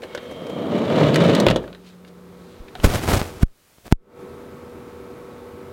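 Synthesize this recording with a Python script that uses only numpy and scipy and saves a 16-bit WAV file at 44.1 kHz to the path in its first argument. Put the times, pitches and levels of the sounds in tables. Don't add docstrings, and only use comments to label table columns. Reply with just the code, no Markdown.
import sys
import numpy as np
from scipy import signal
from scipy.fft import rfft, irfft, next_fast_len
from scipy.io import wavfile

SR = 44100
rng = np.random.default_rng(int(sys.argv[2]) if len(sys.argv) > 2 else 0)


def transcribe(u):
    v = np.clip(np.atleast_2d(u).T, -1, 1)
    q = np.round(v * 32767).astype(np.int16)
    wavfile.write(sys.argv[1], SR, q)


N = 252560
TIME = np.arange(N) / SR


def from_db(db):
    return 10 ** (np.asarray(db) / 20)


def rms_one(x):
    return x / np.sqrt(np.mean(x ** 2) + 1e-20)


def curve(rows, column=1):
    return np.interp(TIME, np.array(rows)[:, 0], np.array(rows)[:, column])


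def between(start, end, attack, release):
    return np.clip(np.minimum((TIME - start) / attack, (end - TIME) / release) + 1, 0, 1)


def swells(rows):
    power = 0
    for s, db, rise, fall in rows:
        away = np.maximum((s - TIME) / rise, (TIME - s) / fall)
        power = power + (from_db(db) * np.exp(-np.minimum(away, 20))) ** 2
    return np.sqrt(power)


def drift(rate_hz):
    step, settle = 40, 2000
    r = np.exp(-2 * np.pi * rate_hz * step / SR)
    slow = signal.lfilter([1], [1, -2 * r, r * r], rng.standard_normal(N // step + settle + 2))[settle:]
    return np.interp(np.arange(N) / step, np.arange(len(slow)), rms_one(slow))


def tone(hz):
    return np.sqrt(2) * np.sin(2 * np.pi * np.cumsum(hz) / SR)


def grains(per_s, spread_db):
    sizes = from_db(spread_db * np.minimum(rng.exponential(1, N), 4)) * rng.choice([-1, 1], N)
    return rms_one(sizes * (rng.random(N) < per_s / SR))


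def colour(x, spectrum):
    size = 2 * next_fast_len(N // 2 + 1)
    hz, db = np.transpose(spectrum)
    freqs = np.maximum(np.arange(size // 2 + 1) * SR / size, 1)
    cepstrum = irfft(np.log(from_db(np.interp(np.log(freqs), np.log(hz), db))))
    cepstrum[size // 2:] = 0
    cepstrum[1:] *= 2
    return rms_one(irfft(rfft(x, size) * np.exp(rfft(cepstrum)))[:N])


def band(x, low_hz, high_hz):
    return signal.sosfilt(signal.butter(2, [low_hz, high_hz], "band", fs=SR, output="sos"), x + 1e-18)


def resonate(x, modes):
    out = 0
    for k, (hz, width, db) in enumerate(modes):
        r = np.exp(-np.pi * width / SR)
        ring = signal.lfilter([1, 0, -1], [1, -2 * r * np.cos(2 * np.pi * hz / SR), r * r], x + 1e-18)
        out = out + (-1) ** k * from_db(db) * (1 - r * r) / 2 * ring
    return out


# (time [s], relative level [dB])
BACKGROUND_LEVEL = [(0, -3), (1.5, -0.5), (1.85, -12), (2.3, -6.5), (3.4, -3.5), (4.3, -0.5), (5.73, -0.5)]
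# (frequency [Hz], spectral level [dB])
AIR_SPECTRUM = [(25, -12), (55, -10), (83, 4), (105, -4), (200, 0), (340, -0.5), (385, 4), (430, -0.5),
                (550, -4.5), (720, -10), (1280, -11.5), (1650, -19), (2350, -20.5), (2900, -27.5),
                (3800, -27), (5500, -37.5), (16000, -57)]
# (frequency [Hz], level [dB])
FAN_TONES = [(140.0, -59), (242.2, -51.5), (382.2, -48), (484.5, -44), (888.2, -60.5), (1109, -59),
             (1303, -58), (1556, -66)]
def fan():
    swing_db = curve(BACKGROUND_LEVEL)
    air = from_db(-40.5) * colour(rng.standard_normal(N), AIR_SPECTRUM)
    tones = sum(tone(hz + 1.18 * drift(5.3)) * from_db(db + 0.55 * drift(4.1)) for hz, db in FAN_TONES)
    return air * from_db(swing_db) + tones * from_db(1.48 * swing_db)


SEALED_S, OPENED_S = 3.433, 3.925
def microphone_hiss(sealed):
    duck_db = 22 * np.exp(-np.maximum(TIME - SEALED_S, 0) / 0.088)
    level_db = -57.5 + 0.4 * curve(BACKGROUND_LEVEL) + sealed * (2.5 - duck_db)
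    hiss = colour(rng.standard_normal(N), [(100, 11.5), (1000, 4.0), (5000, -1), (16000, -4.0)])
    return from_db(level_db) * hiss


def cabin_hum():
    ringing = between(1.7, 2.45, attack=0.13, release=0.13)
    return tone(179 + 1.36 * drift(8.9)) * ringing * from_db(-47 + 0.7 * drift(6.6))


# (time [s], level [dB], rise [s], fall [s])
SLEEVE_BRUSHES = [(1.63, -57, 0.016, 0.092), (1.88, -51, 0.044, 0.053), (2.083, -51.5, .012, .012),
                  (2.53, -57, 0.21, 0.24)]
# (frequency [Hz], spectral level [dB])
CLOTH_SPECTRUM = [(500, -14), (1400, -0.5), (2500, -1.5), (4000, 0.5), (5500, -7.5), (8000, -12.5),
                  (15000, -23.5)]
def sleeve():
    return colour(grains(per_s=2900, spread_db=2.0), CLOTH_SPECTRUM) * swells(SLEEVE_BRUSHES)


# (time [s], level [dB], rise [s], fall [s])
FINGER_STROKES = [(2.846, -9, 0.0062, 0.018), (2.95, -18, 0.055, 0.044), (3.036, -21.5, 0.013, 0.014),
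                  (3.092, -14.5, 0.015, 0.047), (3.14, -16.5, 0.044, 0.066), (3.431, -20.5, 0.0084, 0.0028),
                  (3.868, -32.5, 0.011, 0.0092), (3.918, -28.5, 0.0036, 0.006)]
# (frequency [Hz], spectral level [dB])
SKIN_SPECTRUM = [(20, -5.5), (45, -4), (90, 1), (200, -7), (500, -9.5), (1000, -16), (2000, -20.5),
                 (4000, -26), (8000, -30), (16000, -36)]
def finger_rub():
    slips = grains(per_s=6000, spread_db=3.0) * from_db(1.37 * drift(108))
    fade_s = 0.022
    resting = from_db(-40.5) * between(2.825, SEALED_S - fade_s, fade_s, fade_s)
    return colour(slips, SKIN_SPECTRUM) * np.hypot(swells(FINGER_STROKES), resting)


# (time [s], peak [dB], push or pull [+1/-1], rise [s], leak time [s])
PRESSURE_STEPS = [(2.598, -23, 1, 0.0082, 0.01), (2.785, -21, 1, 0.014, .008),
                  (2.843, 0, 1, 0.00061, 0.0015), (2.846, 3.5, -1, .0055, .012),
                  (2.873, -4.5, -1, 0.0012, .002), (3.4297, 6, 1, 0.0031, 0.0021),
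                  (3.9245, 34, -1, 0.000057, 0.00078)]
# (time [s], peak [dB])
SKIN_SNAPS = [(3.0778, -7.5), (3.138, -7), (3.2158, -5.5), (3.784, -35.5), (3.858, -30), (3.88, -24.5),
              (3.9135, -25)]
def port_puffs():
    snaps = [(s, db, -1, 0.00011, 0.00055) for s, db in SKIN_SNAPS]
    pressure = np.zeros(N)
    for s, db, sign, rise, leak in PRESSURE_STEPS + snaps:
        build = np.clip((TIME - s) / rise, 0, 1) ** 2
        decay = np.exp(-np.clip((TIME - s - rise) / leak, 0, 50))
        pressure += sign * from_db(db) * build * decay
    return pressure


# (frequency [Hz], bandwidth [Hz], gain [dB])
RAIL_MODES = [(2196, 20, -10), (2940, 25, -27), (3600, 13, -36)]
def guide_rail(slow):
    sing = rms_one(resonate(rng.standard_normal(N), RAIL_MODES)) * from_db(-55) * slow
    squeal = tone(3184 + 3.7 * drift(12)) * from_db(-50 + 1.4 * drift(9))
    return sing + squeal * between(0.36, 0.66, attack=0.36, release=0.25)


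# (time [s], level [dB])
CAVITY_JOLTS = [(.036, -24.5), (.235, -35), (0.314, -28.5), (.5, -28.5)]
# (frequency [Hz], bandwidth [Hz], gain [dB])
CAVITY_MODE = [(477, 44, 0)]
def door_cavity(bumps, slow):
    jolts = swells([(s, db, 0.0078, 0.013) for s, db in CAVITY_JOLTS])
    return rms_one(resonate(bumps, CAVITY_MODE)) * np.hypot(jolts, from_db(-42) * slow)


# (time [s], frequency [Hz], relative level [dB])
BOOM_PATH = [(0.55, 199, -44), (0.71, 227.5, -27), (0.828, 227.0, -21.5), (0.888, 189.8, -37.5),
             (1.02, 149.2, -17), (1.088, 140.2, -15.5), (1.128, 148.1, -30), (1.14, 151.2, -15.5),
             (1.258, 173.3, -18), (1.452, 178.2, -29), (1.51, 144.6, -21), (1.58, 147, -33.5)]
def door_boom():
    ringing = between(BOOM_PATH[0][0], BOOM_PATH[-1][0], attack=0.078, release=0.078)
    boom = tone(curve(BOOM_PATH) + 11 * drift(33))
    level_db = curve(BOOM_PATH, column=2) - 1 + 2 * drift(35)
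    return boom * ringing * from_db(level_db)


# (time [s], level [dB])
ROLL_LEVEL = [(0, -65), (.3, -43), (.6, -27.5), (.93, -18.5), (1.07, -14.5), (1.115, -19.5), (1.29, -14),
              (1.44, -19), (1.52, -20.5), (1.59, -31), (1.69, -41), (1.8, -58), (1.9, -100)]
# (frequency [Hz], spectral level [dB])
RUMBLE_SPECTRUM = [(40, -54), (65, -29), (95, -7), (200, 3.5), (350, 1), (640, -2.5), (760, -12.5),
                   (1250, -17), (1600, -25), (4000, -58)]
# (frequency [Hz], spectral level [dB])
GRIT_SPECTRUM = [(600, -17.5), (1200, -2.5), (1800, 4), (2500, 0), (3800, 1), (5000, -12), (7200, -17),
                 (10000, -27), (16000, -38.5)]
# (frequency [Hz], bandwidth [Hz], gain [dB])
DOOR_MODES = [(282, 44, -0.5), (478, 49, 1.5), (577, 29, 7.5), (662, 22, 5.5), (925, 53, -6),
              (1181, 38, -7), (1260, 41, -9.5), (1717, 29, -13), (2255, 45, -23.5), (2364, 35, -11.5),
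              (2942, 47, -13.5), (3210, 14, -13), (3430, 20, -16), (3870, 32, -14.5)]
def rolling_door():
    bumps = grains(per_s=2100, spread_db=2.0)
    judder = drift(28)
    roll_db, full_speed_db = curve(ROLL_LEVEL), -15.5
    slow = between(0.11, 0.66, attack=0.11, release=0.25)
    panel = rms_one(resonate(grains(per_s=1500, spread_db=2.5), DOOR_MODES))
    rumble = (colour(bumps, RUMBLE_SPECTRUM) + from_db(-9.5) * panel) * from_db(roll_db + 1.2 * judder)
    crunch = colour(grains(per_s=3500, spread_db=0.5), GRIT_SPECTRUM)
    crunch = rms_one(crunch + from_db(-4) * rms_one(resonate(crunch, DOOR_MODES)))
    grit_db = -29 + 1.72 * (roll_db - full_speed_db) + 1.3 * judder + 2 * drift(60)
    rail_hiss_gain = from_db(-49.5) * slow
    grit = crunch * np.hypot(from_db(grit_db), rail_hiss_gain)
    return rumble + grit + door_cavity(bumps, slow) + guide_rail(slow)


def cabin_reverb(x, t60, wet_db):
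    t = TIME[:SR // 2]
    tail = band(rng.standard_normal(len(t)), 90, 3500) * from_db(-60 * t / t60) * (t > .004)
    return x + from_db(wet_db) * signal.fftconvolve(x, tail / np.linalg.norm(tail))[:N]


# (time [s], body [dB], clack [dB], tick [dB], frequency of the struck part [Hz])
HARD_KNOCKS = [(0.0203, -42, -36, -51, 2280), (.035, -39, -32.5, -61, 2180),
               (.149, -21.5, -26.5, -36.5, 1520), (0.176, -22, -29, -59, 3920), (.468, -29, -38, -47, 2300),
               (1.144, -24, -15.5, -28, 4570), (1.158, -14.5, -14, -24, 1840),
               (1.239, -12.5, -28, -54.5, 1300), (1.35, -27, -16, -26.5, 3863),
               (1.401, -20, -17.5, -25, 6540), (1.466, -0.5, -13.5, -33.5, 996),
               (1.4851, -19, -13.5, -45, 2794), (1.501, -16, -21, -30, 3900),
               (1.510, -13, -18.5, -36, 3080), (1.5603, -7.5, -16.5, -29.5, 3295),
               (2.8431, -15.5, -19.5, -32, 1475)]
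# (time [s], clack [dB], body [dB], frequency [Hz])
LIGHT_TAPS = [(1.64, -38, -31, 1660), (1.678, -41, -30, 1460), (1.729, -36, -49, 3930),
              (1.748, -40.5, -56, 4000), (2.048, -43.5, -76, 2180), (2.683, -38, -63.5, 2380),
              (2.753, -31, -31, 717), (2.800, -33.5, -28.5, 3000)]
def knocks():
    contact_s, chatter_decay_s, panel_hz = 0.00025, 0.0048, 505
    envelopes, strikes = np.zeros((3, N)), np.zeros(N)
    taps = [(s, body_db, clack_db, clack_db - 29, hz) for s, clack_db, body_db, hz in LIGHT_TAPS]
    t = TIME[:SR // 8]
    onset = 1 - np.exp(-t / contact_s)
    for s, body_db, clack_db, tick_db, part_hz in HARD_KNOCKS + taps:
        span = slice(int(s * SR), int(s * SR) + len(t))
        envelopes[:, span] += from_db([[body_db], [clack_db], [tick_db]]) * np.exp(-t / chatter_decay_s)
        for hz, db, cycles in [(part_hz, clack_db + 4.5, 4.1), (panel_hz, body_db, 1.6)]:
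            strikes[span] += from_db(db) * onset * np.exp(-t * hz / cycles) * np.sin(2 * np.pi * hz * t)
    blow = chatter(*envelopes) + band(strikes, 150, 9000)
    return cabin_reverb(blow + from_db(-10) * resonate(blow, DOOR_MODES), t60=0.15, wet_db=-14)


# (frequency [Hz], spectral level [dB])
CLACK_SPECTRUM = [(400, -17), (1000, -4.5), (1500, 2.5), (2300, -2.5), (3300, -1), (4200, -4), (5500, -18),
                  (16000, -40)]
TICK_SPECTRUM = [(2000, -28.5), (4500, 4.5), (7500, 3.5), (11000, -6.5), (16000, -17)]
def chatter(body_envelope, clack_envelope, tick_envelope):
    body = body_envelope * rms_one(band(rng.standard_normal(N), 270, 660))
    clack = clack_envelope * colour(grains(per_s=11000, spread_db=7.5), CLACK_SPECTRUM)
    tick = tick_envelope * colour(grains(per_s=5800, spread_db=0.0), TICK_SPECTRUM)
    return from_db(-4.5) * body + from_db(-2) * clack + tick


# (frequency [Hz], level [dB], time to decay by 60 dB [s])
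SHELL_MODES = [(48, -22, 0.56), (66, -28, 0.35), (88, -20.5, 0.29), (116.3, -16, 0.34)]
SLAM_S = 1.466
def slam():
    t = np.maximum(TIME - SLAM_S, 0)
    ring = sum(from_db(db - 60 * t / t60) * np.sin(2 * np.pi * hz * t) for hz, db, t60 in SHELL_MODES)
    return band(ring, 45, 360)


def scene():
    airborne = rolling_door() + door_boom() + knocks() + slam() + sleeve() + fan() + cabin_hum()
    sealed = between(SEALED_S, OPENED_S, attack=.0031, release=.0031)
    hiss = microphone_hiss(sealed)
    return (airborne * from_db(-30 * sealed) + finger_rub() + port_puffs() + hiss)[None]


def gain_control(x, threshold_db, release_db_per_s, attack_s):
    over_db = np.maximum(20 * np.log10(np.abs(x) + 1e-9) - threshold_db, 0)
    release_db = release_db_per_s * TIME
    held_db = np.maximum.accumulate(over_db + release_db, axis=-1) - release_db
    r = np.exp(-1 / (attack_s * SR))
    return x * from_db(-signal.lfilter([1 - r], [1, -r], held_db))


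def record(dry):
    headroom, bass_cut_hz, top_cut_hz = from_db(5.0), 11.2, 16000
    x = gain_control(dry, threshold_db=1.0, release_db_per_s=120, attack_s=.003)
    x = np.clip(x, -headroom, headroom)
    one_pole = signal.butter(1, bass_cut_hz, "high", fs=SR, output="sos")
    x = np.clip(signal.sosfilt(np.repeat(one_pole, 4, axis=0), x), -1, 1)
    return signal.sosfilt(signal.ellip(12, .1, 90, top_cut_hz, fs=SR, output="sos"), x)


dry = scene()
out = record(dry)
transcribe(out)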